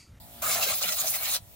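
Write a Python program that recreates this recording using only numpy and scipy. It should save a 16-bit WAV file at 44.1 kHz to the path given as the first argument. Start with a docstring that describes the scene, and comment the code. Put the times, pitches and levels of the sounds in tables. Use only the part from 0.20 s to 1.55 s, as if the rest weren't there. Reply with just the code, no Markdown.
"""Blow gun over an engine

One long blast of compressed air sweeps over an engine, an arm's length from a camera: flickering bands
of noise for the free jet's hiss and its roar on edges and faces, narrow noise for ringing pipes and hollows.
Leaking-valve noise starts before the blast and swells under it; a compressor motor hums in harmonics over
a low garage noise. Soft one-cycle thumps come before the blast, and after it as the gun is drawn back."""
import sys
import numpy as np
from scipy import signal
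from scipy.fft import rfft, irfft
from scipy.io import wavfile
from scipy.ndimage import uniform_filter1d, map_coordinates

SR = 44100
rng = np.random.default_rng(int(sys.argv[2]) if len(sys.argv) > 2 else 0)


def dump(signal):
    """Clip the signal to [-1, 1] and save it as 16-bit WAV at the path in sys.argv[1]."""
    limited = np.clip(np.atleast_2d(signal).T, -1, 1)
    pcm = np.round(limited * 32767).astype(np.int16)
    wavfile.write(sys.argv[1], SR, pcm)


N = 59535
T = np.arange(N) / SR  # s
HZ = np.arange(N // 2 + 1) * SR / N
PORT_LINK = .3  # share of the side that follows the mid


def undb(db):
    """Decibels to an amplitude factor."""
    return 10 ** (np.asarray(db) / 20)


def level(x, db):
    """Scale a sound to an RMS level in dB."""
    return x * undb(db) / np.sqrt(np.mean(x ** 2))


def curve(table, col=1):
    """A column of a table, joined by straight lines in time."""
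    table = np.array(table)
    return np.interp(T, table[:, 0], table[:, col])


def on_hz(table, hz):
    """A spectrum table read on a log-frequency axis."""
    table = np.array(table)
    return np.interp(np.log(hz + 1), np.log(table[:, 0]), table[:, 1])


def walk(rate):
    """Random levels held 1 / rate s and slewed twice; spread near 1."""
    hold = int(SR / rate)
    steps = np.repeat(rng.standard_normal(N // hold + 1), hold)
    slewed = uniform_filter1d(uniform_filter1d(steps, hold), hold)
    return 1.25 * slewed[:N]


def noise(gain, side_db):
    """Left and right noise with a gain per frequency; part of the side is the mid turned a quarter cycle."""
    mid, side = rfft(rng.standard_normal((2, N))) * gain
    side = np.sqrt(1 - PORT_LINK ** 2) * side + 1j * PORT_LINK * mid
    side = side * undb(side_db)
    return irfft(np.array([mid + side, mid - side]), N)


def bands(table, lo_hz, hi_hz, side_db, flicker_db, rate, count=3):
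    """Noise of a given colour in about count overlapping bands an octave, each flickering alone."""
    edge = np.geomspace(lo_hz, hi_hz, 2 + int(count * np.log2(hi_hz / lo_hz)))
    step = np.log(edge[1] / edge[0])
    colour = undb(on_hz(table, HZ))
    out = 0
    for centre in np.sqrt(edge[1:] * edge[:-1]):
        steps_away = np.clip(np.log((HZ + 1) / centre) / step, -1, 1)
        share = np.cos(np.pi / 2 * steps_away)
        out = out + undb(flicker_db * walk(rate)) * noise(colour * share, side_db)
    return out


def resonance(hz, width_hz, side_db):
    """Air noise through one resonance, at unit RMS; the width is where the amplitude halves."""
    return level(noise(1 / (1 + ((HZ - hz) / (width_hz / 2)) ** 2), side_db), 0)


def garage_air():
    """Low, wide background noise that wavers slowly."""
    # Each row: frequency in Hz, relative density in dB per Hz.
    colour = [(20, -20), (50, -4), (110, -3), (220, -11), (310, -25), (450, -22), (700, -21), (1000, -28),
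              (1600, -30)]
    return level(bands(colour, 23.2, 1500, side_db=-1, flicker_db=1.4, rate=7.5), -57)


def motor():
    """Multiples of the compressor's turning rate, loosely in step so that each stroke throbs."""
    # Each row: multiple of the turning rate, relative level in dB.
    harmonics = [(1, -5), (2, -3), (3, -10.5), (4, -7), (5, -12), (6, -12), (7, -14.5), (8, -15.5),
                 (9, -13.5), (10, -8), (11, -9.5), (12, -3.5), (13, -4.5), (14, -8), (15, -10), (16, -25),
                 (17, -12)]
    # Each row: time in seconds, level of the whole hum in dB.
    loudness = [(0, -56), (.2, -53), (.3, -59.5), (1.15, -59), (1.2, -62.5), (1.35, -63)]
    turn_hz, stroke_s = 57.64, .0075
    waver_db, slip_rad, spread_rad = 3.5, .9, .7
    turn = 2 * np.pi * turn_hz * (T - stroke_s)
    ear_phase = np.array([[0], [.6]])  # radians, left and right
    hum = 0
    for k, db in harmonics:
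        strength = undb(db + waver_db * walk(14))
        slip = slip_rad * walk(5.92) + spread_rad * rng.standard_normal()
        hum = hum + strength * np.cos(k * turn + slip + ear_phase)
    return level(hum, 0) * undb(curve(loudness))


def thumps():
    """Dull bumps of about one cycle: a sine under a bell-shaped swell."""
    # Each row: centre in seconds, sine level before the swell in dB, frequency in Hz
    # (negative when the push comes first).
    bumps = [(.015, -48, 60), (.048, -49, 85), (.165, -49, 110), (.21, -49, 75), (1.205, -51, -110),
             (1.2278, -40.5, 75), (1.255, -53, -110), (1.2805, -48, 95)]
    cycles = .55  # half-length of the swell, to 1/e
    out = 0
    for s, db, hz in bumps:
        swell = np.exp(-((T - s) * hz / cycles) ** 2)
        out = out + undb(db) * swell * np.sin(2 * np.pi * hz * (T - s))
    return out


def valve_leak():
    """Air seeping through the valve: a thin flickering hiss that grows, then drops as the blast ends."""
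    # Each row: frequency in Hz, relative density in dB per Hz.
    colour = [(590, -13), (1000, -4), (1050, -28), (1110, -12), (1780, -10.5), (2610, -13), (3400, -7),
              (6060, -13.5), (15800, -3.5)]
    # Each row: time in seconds, level in dB.
    loudness = [(0, -53), (.2, -46.5), (1.17, -34), (1.2, -56), (1.35, -54)]
    hiss = bands(colour, 924, 16270, side_db=0.48, flicker_db=2.44, rate=17.8)
    return level(hiss, 0) * undb(curve(loudness))


def buffeting(side_db):
    """Bass noise of the blast, surging in an upper and a lower band."""
    # Each row: time in seconds, upper band level in dB, lower band level in dB.
    surges = [(0.2, -71, -57), (0.26, -52.5, -58), (0.42, -61, -57.5), (0.47, -57, -77), (0.528, -54, -52),
              (0.584, -72, -80), (0.648, -57, -49.5), (0.7, -51.5, -83), (0.748, -72, -57.5),
              (0.846, -55.5, -72), (1.018, -72, -67), (1.034, -60.5, -60), (1.104, -66.5, -66),
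              (1.2, -65, -52)]
    colour = [(35, -11), (250, 2.5)]  # Hz, relative dB per Hz
    out = 0
    for col, (lo, hi) in enumerate([(138, 253), (45.8, 124)], start=1):
        rumble = bands(colour, lo, hi, side_db, flicker_db=2.5, rate=25.7)
        out = out + level(rumble, 0) * undb(curve(surges, col))
    return out


def hollow_rings(side_db):
    """Hollows and gaps that ring briefly as the jet crosses them: narrow noise in bell-shaped swells."""
    # Each row: centre in seconds, half-length to 1/e in seconds, frequency in Hz, level at the crest in dB.
    hollows = [(0.235, 0.0055, 690, -40), (0.266, 0.025, 1257, -39.5), (0.305, 0.017, 2200, -37),
               (0.313, 0.032, 2180, -40), (0.31, 0.08, 7300, -35.5), (0.38, 0.02, 1800, -37),
               (0.36, 0.036, 1080, -45), (0.417, 0.012, 680, -42), (.431, 0.016, 2690, -34.5),
               (0.52, .008, 2750, -42), (.486, 0.0099, 3950, -35), (0.38, 0.016, 6100, -39.5),
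               (0.474, 0.012, 507, -39.5), (0.492, 0.013, 2144, -37), (0.507, 0.012, 4100, -36.5),
               (0.477, 0.027, 1590, -37.5), (0.526, 0.016, 1160, -41), (0.644, 0.0095, 2900, -32),
               (0.636, 0.021, 4270, -41), (0.691, 0.022, 4060, -37), (0.684, 0.02, 1400, -40),
               (0.715, 0.022, 1933, -43.5), (0.799, 0.015, 6740, -31), (0.85, 0.031, 646, -43.5),
               (0.877, 0.012, 6240, -34), (0.517, 0.013, 6440, -35), (0.35, 0.014, 5500, -36),
               (1.154, 0.016, 5900, -34.5), (0.954, 0.012, 2045, -42), (1.047, 0.065, 2240, -43.5),
               (1.08, 0.028, 4300, -43), (1.12, .025, 3900, -41), (0.99, 0.012, 4225, -41)]
    out = 0
    for s, length, hz, db in hollows:
        swell = np.exp(-((T - s) / length) ** 2)
        ring = resonance(hz, 60 + .014 * hz, side_db)
        out = out + level(ring * swell, db) * np.sqrt(np.mean(swell ** 2))
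    return out


def jet_roar(side_db):
    """Turbulent noise in six regions, with lasting metal resonances, as the jet sweeps over the parts."""
    # Each row: time in seconds, then levels in dB of: free jet hiss, sizzle on edges, roar on edges,
    # roar on faces, upper hollow, lower hollow.
    sweep = [(0.226, -31, -36.5, -41.5, -40, -36, -44), (0.26, -31.5, -34, -39.5, -41, -35.5, -43.5),
             (0.322, -30, -28, -35, -37, -37.5, -40), (0.346, -27.5, -29.5, -34, -38, -36.5, -48),
             (0.362, -32.5, -33, -39, -36.5, -38, -38.5), (0.408, -31.5, -38, -40.5, -44, -39.5, -42),
             (0.432, -28, -29, -29.5, -30, -38.5, -37.5), (0.462, -32.5, -36.5, -38, -38, -44, -45.5),
             (0.508, -27.5, -29.5, -36.5, -33, -41, -37.5), (0.524, -32, -31, -35.5, -37, -39.5, -41.5),
             (0.542, -31, -30.5, -34, -40, -45, -48), (0.556, -28, -39.5, -38.5, -52.5, -51, -54.5),
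             (0.582, -29.5, -35, -42, -45.5, -63.5, -51.5), (0.61, -36.5, -42.5, -39.5, -47, -49, -62),
             (0.62, -30, -34.5, -33.5, -36, -38, -35), (0.63, -30, -28.5, -28, -39, -44, -55),
             (0.642, -32.5, -37.5, -36.5, -35, -44.5, -36.5), (0.672, -34, -40.5, -39, -43.5, -47, -61),
             (0.692, -29, -30.5, -27, -29.5, -42.5, -44), (0.706, -37, -36.5, -47, -47, -51, -46.5),
             (0.726, -31.5, -32, -33.5, -37, -44, -46.5), (0.752, -33.5, -41.5, -40, -53, -57, -53),
             (0.774, -29, -38, -39.5, -47, -48, -57), (0.786, -34, -31.5, -33.5, -40.5, -45, -50),
             (0.804, -24, -29, -33.5, -45, -44.5, -51.5), (0.836, -36, -41, -39.5, -46.5, -46, -41),
             (0.866, -29.5, -37.5, -39, -43.5, -46.5, -43.5), (0.878, -27.5, -30, -30.5, -41, -49, -44),
             (0.908, -26, -34, -48, -52, -61, -60), (0.926, -33.5, -39, -39, -50, -64, -49),
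             (0.942, -27.5, -36.5, -35, -37, -45, -53), (0.96, -29, -31, -34.5, -38.5, -42.5, -42.5),
             (0.984, -40, -57, -50, -51.5, -59, -57), (1.034, -30.5, -36.5, -40.5, -40, -44.5, -44.5),
             (1.052, -35, -34, -36.5, -35, -51, -64), (1.072, -33, -43, -37, -35, -42.5, -48),
             (1.114, -31.5, -31.5, -39, -42, -51.5, -49), (1.148, -29.5, -30, -32.5, -39, -44, -50.5),
             (1.163, -39, -37, -34, -39.5, -49, -44.5)]
    # Borders of these regions in Hz, from the lower hollow up to the free jet.
    borders = [420, 1000, 1750, 3400, 6000, 10000, 15900]
    # Each row: frequency in Hz, relative density in dB per Hz.
    colour = [(300, -30), (385, -6), (432, -8), (485, -6.5), (654, 8.5), (927, -6), (1270, -4.5),
              (1800, -15), (1950, -14), (2680, -7), (2960, -14), (3990, -8), (5940, -11), (6450, -5.5),
              (8000, -9), (15800, -2)]
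    # Lasting resonances. Each row: frequency in Hz, width in Hz, level in dB over the region's roar.
    metal = [(677, 270, -7.5), (1270, 240, -8), (15200, 510, -6.5)]
    flicker_db, flicker_rate, grit_db = 2.5, 29.98, 1  # rate in steps per second
    swing_db, swing_rate = 3, 25.06
    calm_hz = 5000  # regions that start above this flicker less
    grit = walk(700)
    out = 0
    for k, (lo, hi) in enumerate(zip(borders, borders[1:])):
        calm = min(1, calm_hz / lo)
        part = level(bands(colour, lo, hi, side_db, flicker_db * calm, flicker_rate, count=5), 0)
        for hz, width, db in metal:
            if lo <= hz < hi:
                ring = resonance(hz, width, side_db)
                swing = swing_db * calm * walk(swing_rate)
                part = part + ring * undb(db + swing)
        if k > 1:  # fine grit only above the two hollows
            part = part * undb(grit_db * grit)
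        col = len(borders) - 1 - k  # the sweep lists the regions from the top down
        out = out + level(part, 0) * undb(curve(sweep, col))
    return out


def blast():
    """Roar, rings and buffeting of the air jet, opened and shut by the trigger."""
    # Width of the blast: a surface near the microphones turns some regions out of phase.
    # Each row: frequency in Hz, side minus mid in dB.
    width = [(100, -28), (400, -5), (680, -17), (1200, -15), (1600, 6), (1900, -5.5), (2400, -12),
             (3100, 4.5), (4000, -11.5), (5000, -2), (7000, -1), (10000, -0.5), (15000, -4)]
    # Each row: time in seconds, seconds by which the right port hears the jet later.
    lag = [(.2, 0), (.5, .00001), (.62, .00005), (1.2, .00005)]
    open_s, attack_s, shut_s, release_t60_s = 0.2154, 0.0074, 1.167, 0.05
    pan_db = -0.36  # left minus right
    side_db = on_hz(width, HZ)
    air = jet_roar(side_db) + hollow_rings(side_db) + buffeting(side_db)
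    opening = np.clip((T - open_s) / attack_s, 0, 1) ** 2
    shutting = undb(-60 * np.clip(T - shut_s, 0, 1) / release_t60_s)
    left, right = air * opening * shutting * undb([[pan_db / 2], [-pan_db / 2]])
    late = [(T - curve(lag)) * SR]
    return np.array([left, map_coordinates(right, late, order=3, mode="nearest")])


def engine_bay(x):
    """A short dense tail off the metal around: decaying noise convolved with the sound."""
    t60_s, tail_db = 0.087, -9.5  # tail level ahead of the smoothing
    t = T[:SR // 4]
    tail = rng.standard_normal((2, len(t))) * undb(-60 * t / t60_s)
    tail = level(tail, tail_db) / np.sqrt(len(t))
    tail = uniform_filter1d(tail, size=3, axis=1)  # dulls the treble
    return x + signal.fftconvolve(x, tail, axes=1)[:, :N]


def scene():
    """The blast echoes in the engine bay; the other layers stay dry."""
    leak = valve_leak()
    garage = garage_air()
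    return engine_bay(blast()) + leak + garage + motor() + thumps()


def record(dry):
    """The camera cuts the top steeply, above 15800 Hz."""
    return signal.sosfilt(signal.ellip(12, .3, 80, 15800, fs=SR, output="sos"), dry)


dry = scene()
out = record(dry)
dump(out)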